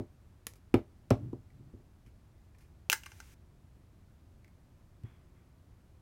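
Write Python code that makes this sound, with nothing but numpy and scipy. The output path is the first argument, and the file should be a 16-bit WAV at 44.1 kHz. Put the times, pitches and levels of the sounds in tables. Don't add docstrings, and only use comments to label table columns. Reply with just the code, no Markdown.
import sys
import numpy as np
from scipy import signal
from scipy.fft import rfft, irfft
from scipy.io import wavfile

SR = 44100
rng = np.random.default_rng(int(sys.argv[2]) if len(sys.argv) > 2 else 0)


def persist_wave(psi):
    counts = np.round(np.clip(psi, -1, 1) * 32767).astype(np.int16)
    wavfile.write(sys.argv[1], SR, np.atleast_2d(counts).T)


N = 265041
AGE = np.arange(SR // 2) / SR

# pitch_hz, level_db, fade_s
TABLE_NOTES = [(55.5, -23, 0.17), (102.6, -12.5, 0.14), (122.6, -15.5, .14), (170, -23, .08),
               (221, -23.5, 0.18), (261.3, -7.5, 0.11), (280.4, -15, 0.059), (336.3, -14.5, 0.14),
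               (384, -17.5, 0.14), (417.5, -21.5, 0.18), (505, -16.5, 0.06), (597.7, -23.5, 0.16),
               (688, -22, 0.1), (793.4, -25.5, 0.077), (939, -27, 0.048), (965, -22.5, 0.053),
               (1286, -31, 0.047), (1410, -30.5, 0.047)]
# pitch_hz, level_db
TABLE_CRACK_COLOUR = [(100, 9.5), (250, -7), (700, 0.5), (1200, -3), (1900, -16.5), (2900, -13.5),
                      (4000, -21), (6000, -37), (8000, -36.5), (12000, -34), (16000, -34.5)]
# start_s, level_db, bend_pitch_hz, bend_db, cutoff_hz
TABLE_HITS = [(-.007, -22.5, 300.7, -20, 1200), (0.7414, -9.5, 297, -4, 15500),
              (1.1077, -9, 516, -5, 12300), (1.1089, -21.5, 120, -12, 1460),
              (1.3307, -31.5, 300, -22.5, 1080), (1.596, -42, 222, -43, 400),
              (1.7364, -38, 352, -39.5, 480), (1.795, -47, 244, -57, 690), (2.065, -48, 130, -47, 400),
              (5.036, -38, 115, -27, 400)]


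def table_thuds():
    out = np.zeros(N)
    for start_s, level_db, bend_pitch_hz, bend_db, cutoff_hz in TABLE_HITS:
        notes = ring(TABLE_NOTES, delay_s=0.00082, scatter_db=1.5)
        crack = noise(TABLE_CRACK_COLOUR, len(AGE)) * (fade(0.025) + gain(-14.5) * fade(0.15))
        thud = gain(bend_db) * bend(bend_pitch_hz, swings=1.17)
        thud += gain(level_db) * (notes + gain(-11) * crack)
        dulled = filtered(thud, cutoff_hz, "low")
        add(out, start_s, filtered(dulled, cutoff_hz, "low"))
    return filtered(out, 35, "high")


# pitch_hz, level_db, fade_s
CUP_NOTES = [(360, -25, 0.063), (880.5, -15.5, 0.033), (1088, -22.5, .02), (1400, -12, 0.027),
             (1584, -10, .03), (1770, -15.5, .03), (2094, -15, 0.04), (2405, -18, 0.039), (2630, -12, .025),
             (2765, -11.5, 0.014), (4090, -19, .025), (4960, -20, 0.048), (5510, -19.5, 0.044),
             (5470, -19, 0.046), (6000, -17, .04), (6480, -14, .022), (7230, -19.5, 0.013),
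             (8720, -15.5, 0.032), (12240, -18.5, .018)]
# pitch_hz, level_db
CUP_CRACK_COLOUR = [(200, -22), (700, -10.5), (1500, -5), (2800, -2.5), (4200, -6.5), (4800, -10),
                    (6200, 3.5), (8000, -4.5), (10500, -5), (13000, -2), (16000, -6)]
# start_s, crack_db, bend_pitch_hz, bend_db, ring_db
CUP_HITS = [(2.899, -16, 2660, -10.5, -27.5), (2.9183, -24, 2700, -33, -26),
            (2.9281, -15.5, 1417, -18, -24.5), (2.9291, -23.5, 2060, -23, -26.5),
            (2.9315, -22, 1645, -17.5, -23), (3.0348, -42.5, 2820, -40.5, -44),
            (3.0605, -40.5, 2800, -37.5, -58), (3.0633, -66, 1150, -40, -36.5),
            (3.1179, -59, 2790, -49, -42.5), (3.2022, -41.5, 1540, -42, -38.5)]


def cup_clacks():
    out = np.zeros(N)
    for start_s, crack_db, bend_pitch_hz, bend_db, ring_db in CUP_HITS:
        notes = ring(CUP_NOTES, delay_s=0.0003, scatter_db=2.5)
        crack = noise(CUP_CRACK_COLOUR, len(AGE)) * (fade(0.0034) + gain(-11) * fade(0.035))
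        knock = bend(bend_pitch_hz, swings=4.0)
        clack = gain(bend_db) * knock + gain(ring_db) * notes + gain(crack_db) * crack
        cutoff_hz = 22000 * gain(crack_db) ** 0.15
        add(out, start_s, filtered(clack, cutoff_hz, "low"))
    return filtered(out, 330, "high")


# pitch_hz, level_db
TICK_NOISE_COLOUR = [(120, -16), (330, 11), (800, 0.5), (1300, 2), (2200, 2), (3700, -7.5), (5300, -1),
                     (7500, -4.5), (11000, -5), (13000, -7), (16000, -12)]
# start_s, level_db, fade_s, pitch_hz, boost_db
TOY_TICKS = [(0.4684, -28.5, 0.0093, 11100, 0), (.4707, -42.5, 0.03, 8900, -10),
             (0.5362, -54.5, .013, 5800, -6), (0.556, -64.5, 0.097, 13000, -3),
             (.7414, -43, 0.015, 2930, 20.5), (1.1049, -35, 0.018, 5800, -0.5),
             (1.33, -67, 0.015, 3500, 11), (1.503, -76, .037, 2300, 15), (2.062, -71.5, .12, 2600, 10.5),
             (2.547, -76.5, .05, 2180, 21), (2.584, -66.5, 0.089, 6000, -8), (2.607, -69, 0.27, 2350, 2),
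             (4.4453, -62.5, 0.016, 2090, 14), (4.4785, -68.5, .03, 2120, 10),
             (5.0353, -64.5, .015, 2800, 9.5)]


def toy_ticks():
    out = np.zeros(N)
    for start_s, level_db, fade_s, pitch_hz, boost_db in TOY_TICKS:
        tick = noise(TICK_NOISE_COLOUR, len(AGE)) * fade(fade_s)
        favoured = filtered(tick, [pitch_hz / 1.15, pitch_hz * 1.15], "band")
        add(out, start_s, gain(level_db) * (tick + gain(boost_db) * favoured))
    return out


# pitch_hz, level_db
ROLL_RUMBLE_COLOUR = [(40, -22), (90, 1), (125, 7), (190, -11), (300, -7.5), (500, -29.5), (1000, -40),
                      (3000, -54), (8000, -61.5)]
# start_s, length_s, level_db
BALL_ROLLS = [(1.144, 0.11, -40.5), (1.508, .18, -58)]


def ball_rolls():
    loudness = sum(gain(level_db) * swell(start_s, length_s, rise_s=0.0316, fade_s=4.1 * length_s)
                   for start_s, length_s, level_db in BALL_ROLLS)
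    return noise(ROLL_RUMBLE_COLOUR, N) * loudness


# pitch_hz, level_db
RUB_COLOUR = [(300, -13), (850, -1.5), (1300, 1.5), (1700, -3), (2100, 1), (2900, -11.5), (3400, -2),
              (3800, -24.5), (12000, -29.5)]
# start_s, level_db
BASE_SLIDES = [(5.036, -67.5), (5.339, -78)]


def base_slides():
    loudness = sum(gain(level_db) * swell(start_s, length_s=0.03, rise_s=0.02, fade_s=0.73)
                   for start_s, level_db in BASE_SLIDES)
    return noise(RUB_COLOUR, N) * loudness


# pitch_hz, level_db
THIN_HISS_COLOUR = [(500, -29.5), (900, -8), (1400, -3), (2400, -1), (4200, -8.5), (5800, -5), (9000, -8.5),
                    (13000, -10.5), (16000, -14.5)]


def thin_hiss():
    loudness = swell(start_s=2.9, length_s=0.44, rise_s=0.03, fade_s=0.029)
    return gain(-66) * noise(THIN_HISS_COLOUR, N) * loudness


def room_echo(sound):
    colour = [(100, -9.5), (400, -1.0), (900, 1.0), (1450, -4), (2200, 3.0), (2700, -2),
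              (4000, -0.5), (7000, 0.5), (11000, -2.5), (16000, 0)]
    build_up = 1 - np.exp(-(AGE / 0.0034) ** 2)
    echoes = noise(colour, len(AGE)) * fade(0.17) * build_up
    return sound + gain(-12) * signal.fftconvolve(sound, echoes / np.linalg.norm(echoes))[:N]


# pitch_hz, level_db
ROOM_COLOUR = [(12, -41), (20, -8.5), (38, -3.5), (93, 0.5), (123, -5.5), (154, -9.5), (301, -17),
               (347, -17), (446, -24.5), (660, -25), (825, -28.5), (1030, -29), (3070, -39.5),
               (12400, -46.5), (16000, -50)]


def room_rumble():
    return gain(-58.5) * noise(ROOM_COLOUR, N)


def ring(notes, delay_s, scatter_db):
    pitch_hz, level_db, fade_s = np.transpose(notes)[:, :, None]
    level_db = level_db + scatter_db * rng.standard_normal(pitch_hz.shape)
    age = np.maximum(AGE - delay_s * np.sqrt(1000 / pitch_hz), 0)
    waves = gain(level_db) * np.sin(2 * np.pi * pitch_hz * age) * fade(fade_s, age)
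    return waves[::2].sum(axis=0) - waves[1::2].sum(axis=0)


def bend(pitch_hz, swings):
    turns = pitch_hz * AGE
    return np.sin(2 * np.pi * turns) * (1 - np.exp(-2 * turns)) * np.exp(-turns / swings)


def gain(level_db):
    return 10 ** (np.asarray(level_db) / 20)


def fade(fade_s, age=AGE):
    return np.exp(-np.log(1000) * age / fade_s)


def swell(start_s, length_s, rise_s, fade_s):
    age = np.arange(N) / SR - start_s
    return np.clip(age / rise_s, 0, 1) * fade(fade_s, np.maximum(age - length_s, 0))


def noise(colour, size):
    pitch_hz, level_db = np.transpose(colour)
    all_hz = np.maximum(np.fft.rfftfreq(size, 1 / SR), 1)
    shape = gain(np.interp(np.log(all_hz), np.log(pitch_hz), level_db))
    sound = irfft(rfft(rng.standard_normal(size)) * shape, size)
    return sound / sound.std()


def filtered(sound, cutoff_hz, keep):
    order = 1 if keep == "band" else 2
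    sections = signal.butter(order, np.clip(cutoff_hz, 10, 0.45 * SR), keep, fs=SR, output="sos")
    return signal.sosfilt(sections, sound)


def add(track, start_s, sound):
    start = int(round(start_s * SR))
    first, last = max(start, 0), min(start + len(sound), N)
    track[first:last] += sound[first - start:last - start]


def scene():
    hits = room_echo(table_thuds() + cup_clacks() + toy_ticks())
    return (hits + ball_rolls() + base_slides() + thin_hiss() + room_rumble())[None]


def record(dry):
    cutoff_hz = 16300
    return signal.sosfilt(signal.ellip(10, 0.2, 80, cutoff_hz, fs=SR, output="sos"), dry)


dry = scene()
out = record(dry)
persist_wave(out)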